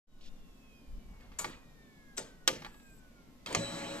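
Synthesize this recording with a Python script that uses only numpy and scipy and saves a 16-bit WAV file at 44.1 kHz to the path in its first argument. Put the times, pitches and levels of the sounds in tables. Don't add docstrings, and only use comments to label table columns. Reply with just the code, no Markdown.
import sys
import numpy as np
from scipy import signal
from scipy.fft import rfft, irfft, next_fast_len
from scipy.io import wavfile
from scipy.ndimage import map_coordinates

SR = 44100
rng = np.random.default_rng(int(sys.argv[2]) if len(sys.argv) > 2 else 0)


def voltage_ratio(level):
    return 10 ** (np.asarray(level, float) / 20)


def generate_wav(signal):
    frames = np.transpose(np.atleast_2d(signal))
    scaled = np.clip(frames, -1, 1) * 32767
    pcm = np.round(scaled).astype(np.int16)
    wavfile.write(sys.argv[1], SR, pcm)


N = 176400
T = np.arange(N) / SR
SPEED_S = 3.56
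SIDES = np.array([[1], [-1]])

# frequency in Hz, level in dB per Hz.
THUD_TONE = [(41, -40), (70, -4), (316, -3), (391, -7.5), (474, -1.5), (551, -2), (719, -9.5), (900, -6.5),
             (1170, -38), (1980, -120)]


def at_hz(points, hz):
    p = np.array(points)
    return np.interp(np.log(hz + 1.), np.log(p[:, 0]), p[:, 1])


def rms_one(x):
    return x / np.sqrt(np.mean(x ** 2) + 1e-20)


def drift(rate):
    coarse = T[::64]
    points = rng.standard_normal(int(N / SR * rate) + 3)
    slow = map_coordinates(points, [coarse * rate], order=3)
    return np.interp(T, coarse, slow)


def bands(spectrum, size):
    hz = np.arange(size // 2 + 1) * SR / size
    octaves = np.arange(5.5, 14.5, .5)
    noise = rfft(rng.standard_normal(size)) * voltage_ratio(at_hz(spectrum, hz))
    parts = []
    for octave in octaves:
        share = np.clip(1 - 2 * abs(np.log2(hz + 1) - octave), 0, 1)
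        parts.append(irfft(noise * share, size))
    parts = np.array(parts)
    return 2 ** octaves, parts / np.std(parts.sum(0))


def steady(spectrum, patchy_db, size=N):
    _, parts = bands(spectrum, size)
    noise = sum(p * voltage_ratio(patchy_db * drift(14)[:size]) for p in parts)
    return np.pad(noise, (N - size, 0))


def tone(hz, db, wobble_db, blur):
    level = np.sqrt(2) * voltage_ratio(db + wobble_db * drift(30))
    phase = 2 * np.pi * np.cumsum(hz + 0 * T) / SR
    return level * np.sin(phase + blur * drift(45) + rng.uniform(0, 5.7))


def ring(force, hz, t60):
    r, w = voltage_ratio(-60 / (t60 * SR)), 2 * np.pi * hz / SR
    return signal.lfilter([0, np.sin(w)], [1, -2 * r * np.cos(w), r * r], force + 1e-18)


def blows(rows, spectrum, modes=(), modes_db=-8):
    tail_t60_s, lows_last = 0.56, 0.29
    patch_db, patch_s = 3.0, .012
    size = 16384
    out = np.zeros(N + SR)
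    t = np.arange(size) / SR
    knots = np.arange(0, size / SR + patch_s, patch_s)
    for s, db, rise, t60, tail_db in rows:
        hz, parts = bands(spectrum, size)
        longer = (1000 / hz[:, None]) ** lows_last
        crack = voltage_ratio(-60 * t / (t60 * longer))
        tail = voltage_ratio(tail_db - 60 * t / (tail_t60_s * longer))
        patches = [np.interp(t, knots, rng.standard_normal(len(knots)) * (knots > 0)) for _ in hz]
        fall = (crack + tail) * voltage_ratio(patch_db * np.array(patches))
        onset = np.minimum(t / (rise * np.maximum(longer, 1) ** 3), 1) ** 2
        blow = 0.47 * (parts * fall * onset).sum(0)

        push_s = rise + .001
        force = rng.standard_normal(size) * (t < push_s) * t / push_s
        force = force / np.sqrt((force ** 2).sum())
        for f, level_db, ring_s in modes:
            level = voltage_ratio(modes_db + level_db + 2.1 * rng.normal())
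            blow += level * ring(force, f, np.clip(ring_s, .01, .4))
        i = int((s - rise) * SR)
        out[i:i + size] += voltage_ratio(db) * blow
    return out[:N]


def low_cut(x):
    return signal.sosfilt(signal.butter(2, 130, "high", fs=SR, output="sos"), x)


def coasting():
    # multiple of speed, level in dB, change in dB per s.
    tones = [(1.0, -90, 0), (2.0, -82, .3), (2.555, -85, 1.2), (4.0, -92, 2)]
    # frequency in Hz, width in Hz, boost in dB.
    panels = [(1570, 253, 13), (1850, 150, 6), (3180, 150, 7), (3650, 250, 7), (4940, 250, 8),
              (1194, 200, -8), (2200, 120, 11), (2500, 85, 13), (2360, 40, -2), (2750, 150, 4),
              (4300, 250, -6)]
    start_hz, friction_hz, drag_s = 2105, 558, 5.0
    speed = start_hz * np.exp(-T / drag_s) - friction_hz
    out = 0
    for k, db, change in tones:
        hz = k * speed
        lift = sum(boost * np.exp(-((hz - f) / width) ** 2) for f, width, boost in panels)
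        out = out + tone(hz, db + change * T + lift, 2.5, .6)
    return out * (T < SPEED_S)


def office():
    # frequency in Hz, level in dB per Hz.
    room_tone = [(50, -7), (85, -6.5), (245, 1), (325, -9), (560, -12.5), (1060, -22), (7450, -30.5),
                 (14500, -34.5)]
    mid, side = steady(room_tone, 0.8), steady(room_tone, 0.86)
    side = signal.lfilter(*signal.butter(1, 900, "high", fs=SR), side) + .35 * side
    noise = voltage_ratio(-60 - 1.5) * (mid + 0.8 * side * SIDES)
    return noise + tone(1070, -82.5, 2.2, 0.59)


def grip():
    # start in seconds, length in seconds, level in dB, top frequency in Hz.
    squeezes = [
        (0.0, 0.59, -42.5, 15),
        (0.875, 0.19, -44, 41.6),
        (1.04, 0.21, -53, 51),
        (1.194, 0.55, -57, 56),
        (2.304, 1, -63, 40.3),
    ]
    rumble = (-0.81, 8.2, -60.5, 41.7)
    out = 0
    for s, length, db, hz in list(squeezes) + [rumble]:
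        sos = signal.butter(3, [5, hz], "band", fs=SR, output="sos")
        mid, side = signal.sosfilt(sos, rng.standard_normal((2, N)))
        gate = np.clip(np.minimum((T - s) / 0.14, s + length - T) / (0.5 * length), 0, 1)
        out = out + voltage_ratio(db) * gate * rms_one(mid + .3 * side * SIDES)
    return out


def hisses():
    # start in seconds, length in seconds, level in dB, centre in Hz, width in Hz.
    puffs = [
        (.205, 0.09, -61.5, 3900, 2800),
        (1.08, .32, -70, 900, 1000),
        (.75, .6, -66, 200, 120),
        (2.66, 0.341, -74, 7750, 800),
        (2.55, 0.45, -76, 12000, 4000),
    ]
    out = 0
    for s, length, db, hz, width in puffs:
        sos = signal.butter(2, [hz - width / 2, hz + width / 2], "band", fs=SR, output="sos")
        noise = rms_one(signal.sosfilt(sos, rng.standard_normal(N)))
        gate = np.clip(np.minimum(T - s, s + length - T) / 0.0078, 0, 1)
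        out = out + voltage_ratio(db + 1.8 * drift(60)) * gate * noise
    return out


def knocks():
    # time in seconds, peak in dB, rise in seconds, ring t60 in seconds, tail in dB.
    hits = [(1.21, -59, 0.021, 0.22, 0), (1.255, -55.5, 0.0092, 0.11, -15), (1.319, -53, 0.0043, 0.05, -5),
            (1.445, -26, 0.0011, 0.04, -13.5), (1.456, -50, 0.0013, .1, -17),
            (2.621, -35.5, .002, 0.04, -19.5), (2.648, -34, 0.002, 0.075, -17),
            (2.655, -51, 0.0013, 0.026, -29), (2.664, -38.5, 0.0013, 0.037, -29),
            (2.744, -50.5, 0.0027, 0.081, -23), (2.8, -54.5, 0.0017, 0.051, -16)]
    # frequency in Hz, level in dB per Hz.
    colour = [(200, -9.5), (350, -32), (850, -11), (2000, -10.5), (4500, -14.5), (6000, -21.5),
              (10000, -34)]
    # frequency in Hz, level in dB, t60 in seconds.
    modes = [(355.4, -17, 0.2), (830, -1.5, 0.036), (1155, -2.5, 0.052), (2162, -9.5, 0.069),
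             (2730, -21, 0.03)]
    return blows(hits, colour, modes)


def relay_snaps():
    # time in seconds, peak in dB, rise in seconds, ring t60 in seconds, tail in dB.
    snaps = [
        (1.389, -29.5, 0.003, 0.14, -6.5),
        (1.394, -32.5, 0.000926, 0.11, -3.5),
    ]
    # frequency in Hz, level in dB per Hz.
    colour = [(240, -18), (400, -17.5), (1370, -8), (1520, -17), (4600, -15), (5270, -17), (7030, -4.5),
              (13300, -21), (15000, -38)]
    # frequency in Hz, level in dB, t60 in seconds.
    modes = [(1310, -18, 0.12), (2270, -7, 0.11), (6400, -7, 0.04), (7050, 8, 0.03), (7700, 3, 0.03)]
    return blows(snaps, colour, modes)


def thuds():
    # time in seconds, peak in dB, rise in seconds, ring t60 in seconds, tail in dB.
    jolts = [
        (1.45, -35, 0.0048, 0.16, -17.5),
        (2.185, -37, 0.0052, 0.15, -13.5),
        (2.482, -32, 0.0046, 0.31, -25),
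        (3.5, -34, .02, 0.32, -8),
        (3.56, -34, 0.0093, 0.22, -21),
    ]
    return blows(jolts, THUD_TONE)


def latch():
    # time in seconds, peak in dB, rise in seconds, ring t60 in seconds, tail in dB.
    clicks = [
        (2.168, -51, 0.0014, 0.11, -17),
        (2.174, -34.5, 0.002, 0.18, -14.5),
        (2.1795, -27.5, 0.0011, 0.042, -11.5),
        (2.191, -38, .001, 0.041, -15.5),
    ]
    # frequency in Hz, level in dB per Hz.
    colour = [(140, -34), (240, -5), (739, -8), (879, -12.5), (1350, -9), (5130, -8.5), (7910, -5),
              (14000, -33.5), (15000, -42)]
    # frequency in Hz, level in dB, t60 in seconds.
    modes = [(726, -11.5, 0.12), (1406, -9, 0.11), (2412, -17, 0.23), (3820, -11, 0.045), (6000, 1, 0.046),
             (7640, 9.5, 0.028), (8140, 3.5, 0.025)]
    return blows(clicks, colour, modes)


def clutch():
    # time in seconds, peak in dB, rise in seconds, ring t60 in seconds, tail in dB.
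    slams = [
        (2.471, -55, 0.00067, .1, -23),
        (2.4765, -8.5, 0.00053, 0.048, -22.5),
        (2.492, -36, 0.00088, .04, -25),
    ]
    # frequency in Hz, level in dB per Hz.
    colour = [(240, -29), (400, -20.5), (1200, -5), (3150, 0.5), (4200, -4.5), (5800, -0.5), (13300, -18),
              (15000, -41)]
    # frequency in Hz, level in dB, t60 in seconds.
    modes = [(349, -18, 0.23), (524.4, -23.5, 0.19), (1201, -15, 0.086), (2033, -18, 0.037),
             (2300, -7.5, 0.059), (3170, -3, 0.032), (3770, -14.5, 0.045), (5050, -11, 0.037),
             (5820, -4, 0.02), (7560, -2.5, 0.02)]
    return blows(slams, colour, modes)


def pawl():
    # time in seconds, peak in dB, rise in seconds, ring t60 in seconds, tail in dB.
    drops = [
        (3.462, -27, 0.0018, 0.035, -26),
        (3.471, -36, 0.0012, .05, -22),
    ]
    # frequency in Hz, level in dB per Hz.
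    colour = [(350, -39), (600, -22), (1530, -3), (2880, -10), (3240, -3), (9550, -12.5), (14000, -36)]
    # frequency in Hz, level in dB, t60 in seconds.
    modes = [(1300, -8.5, 0.059), (2610, 0, 0.034), (3200, 2, 0.054), (4810, -3, 0.028)]
    return blows(drops, colour, modes)


def motor():
    # frequency in Hz, level in dB per Hz.
    noise_tone = [(50, -16), (300, -8), (600, -11.5), (1530, -13), (8300, -25), (9400, -47), (11000, -32),
                  (14500, -42.5)]
    # multiple of the mesh rate, level in dB.
    mesh_tones = [(1, -64), (2, -49.5), (3, -58.5), (3.5, -73), (4, -59), (5, -59.5), (6, -60), (6.5, -81),
                  (7, -71), (9, -62), (11, -58.5), (15, -62)]
    # frequency in Hz, level in dB.
    shafts = [(113, -60.5), (174, -55), (237, -57.5), (307, -52), (673, -57)]
    # time in seconds, level in dB.
    whistle_levels = [(3.56, -62), (3.59, -48.5), (3.65, -44), (3.72, -52), (3.77, -54), (3.83, -61.5),
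                      (3.9, -54.5), (3.95, -58), (4.0, -59)]
    on_s, mesh_hz = 3.465, 279.95
    creep_db, over_db, settle_s = -0.5, 3, 0.026
    whistle_hz, sag_hz_per_s = 3968, 200

    run = np.clip((T - on_s) / (SPEED_S - on_s), 0, 1)
    since = np.maximum(T - SPEED_S, 0)
    overshoot_db = over_db * run * np.exp(-since / settle_s)
    level = (run > 0) * voltage_ratio(creep_db * (3.0 - run ** 2) + overshoot_db)
    gears = sum(tone(k * mesh_hz, db, 3.5, 0.43) for k, db in mesh_tones)
    gears = gears + sum(tone(hz, db, 4.0, 0.48) for hz, db in shafts)
    hz = whistle_hz - sag_hz_per_s * since
    db = np.interp(T, *np.transpose(whistle_levels))
    whistle = tone(hz, db, 1.6, 0.8) + tone(2 * hz, db - 6, 1.1, 1.6)
    noise = voltage_ratio(-44.5) * steady(noise_tone, 2.1, size=24000)
    return level * noise + run ** 3 * level * gears + (since > 0) * whistle


def engage():
    # time in seconds, peak in dB, rise in seconds, ring t60 in seconds, tail in dB.
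    clunks = [
        (3.527, -29.5, .003, 0.06, -37),
        (3.549, -14, 0.0018, 0.051, -21),
        (3.555, -36.5, .001, .05, -25),
    ]
    # frequency in Hz, level in dB per Hz.
    colour = [(180, -31), (300, -5.5), (1620, -8), (2070, 1.5), (5710, -6.5), (6840, -2), (9960, -22),
              (13600, -39), (15000, -44)]
    # frequency in Hz, level in dB, t60 in seconds.
    modes = [(545, -17, 0.23), (1200, -5, 0.046), (2110, -8.5, 0.024), (2480, -1.5, .03),
             (3220, -13, 0.034), (4070, -2, .03), (4690, -4, 0.016), (6800, 0, 0.017), (8150, 1, 0.024)]
    return blows(clunks, colour, modes)


def lurch():
    # time in seconds, peak in dB, rise in seconds, ring t60 in seconds, tail in dB.
    heave = [
        (3.578, -35, 0.018, 0.096, -28),
    ]
    # frequency in Hz, level in dB, t60 in seconds.
    modes = [(115, 4.5, 0.77), (169, 6, 0.39), (235, 2, 0.36), (300, 7.5, 0.22), (561, 5, 0.26),
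             (645, 0, 0.18)]
    return blows(heave, THUD_TONE, modes)


def ports(x, lean, case_db):
    case_s, lag_s, most_turn = .011, 0.00033, 1.535
    size = next_fast_len(N + 2000)
    hz = np.arange(size // 2 + 1) * SR / size
    out = []
    for side in (1, -1):
        lags = rng.uniform(0.22, 1.6, 40) ** 2
        echoes = np.zeros(size)
        echo_levels = voltage_ratio(case_db - 5 - 20 * lags)
        echoes[(lags * case_s * SR).astype(int)] = rng.choice([-1, 1], 40) * echo_levels
        turn = np.exp(.5j * side * most_turn * np.tanh(2 * np.pi * hz * lag_s / most_turn))
        path = (1 + rfft(echoes) * hz / (hz + 700)) * voltage_ratio(side * at_hz(lean, hz) / 2) * turn
        out.append(irfft(rfft(x, size) * path, size)[:N])
    return np.array(out)


def scene():
    # frequency in Hz, difference in dB.
    lean_blows = [(60, 3.5), (240, -2), (950, 1), (3770, -2), (15000, 10)]
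    lean_latch = [(60, -2.5), (240, -3.5), (950, 3.0), (3770, -0.5), (15000, 12)]
    lean_clutch = [(60, 5), (240, 2), (950, -1), (3770, -1), (15000, 11)]
    lean_engage = [(60, 6), (240, 2), (950, -2.5), (3770, -2), (15000, 12)]
    lean_motor = [(110, 4.5), (240, -2), (800, 5.5), (2400, -4), (4400, -2.5), (8100, 12), (15000, 1.5)]
    case_db = -10.5
    first = low_cut(relay_snaps() + knocks() + thuds())
    near = ports(first + lurch(), lean_blows, case_db)
    near += ports(latch(), lean_latch, case_db)
    near += ports(low_cut(clutch()), lean_clutch, case_db)
    near += ports(engage() + pawl(), lean_engage, case_db)
    whirr = ports(motor() + hisses() + coasting(), lean_motor, -20)
    return near + whirr + office() + grip()


def band_limit(x):
    return signal.sosfilt(signal.butter(12, 15630, fs=SR, output="sos"), x)


def record(dry):
    dip_hz, dip_width_hz = 9350, 1900
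    dry = dry - .6 * signal.lfilter(*signal.iirpeak(dip_hz, dip_hz / dip_width_hz, fs=SR), dry)
    dry = signal.sosfilt(signal.cheby2(10, 30, 14850, fs=SR, output="sos"), dry)
    fade = np.clip((T - .07) / .22, 0, 1) ** 0.62
    return band_limit(dry * fade)


dry = scene()
out = record(dry)
generate_wav(out)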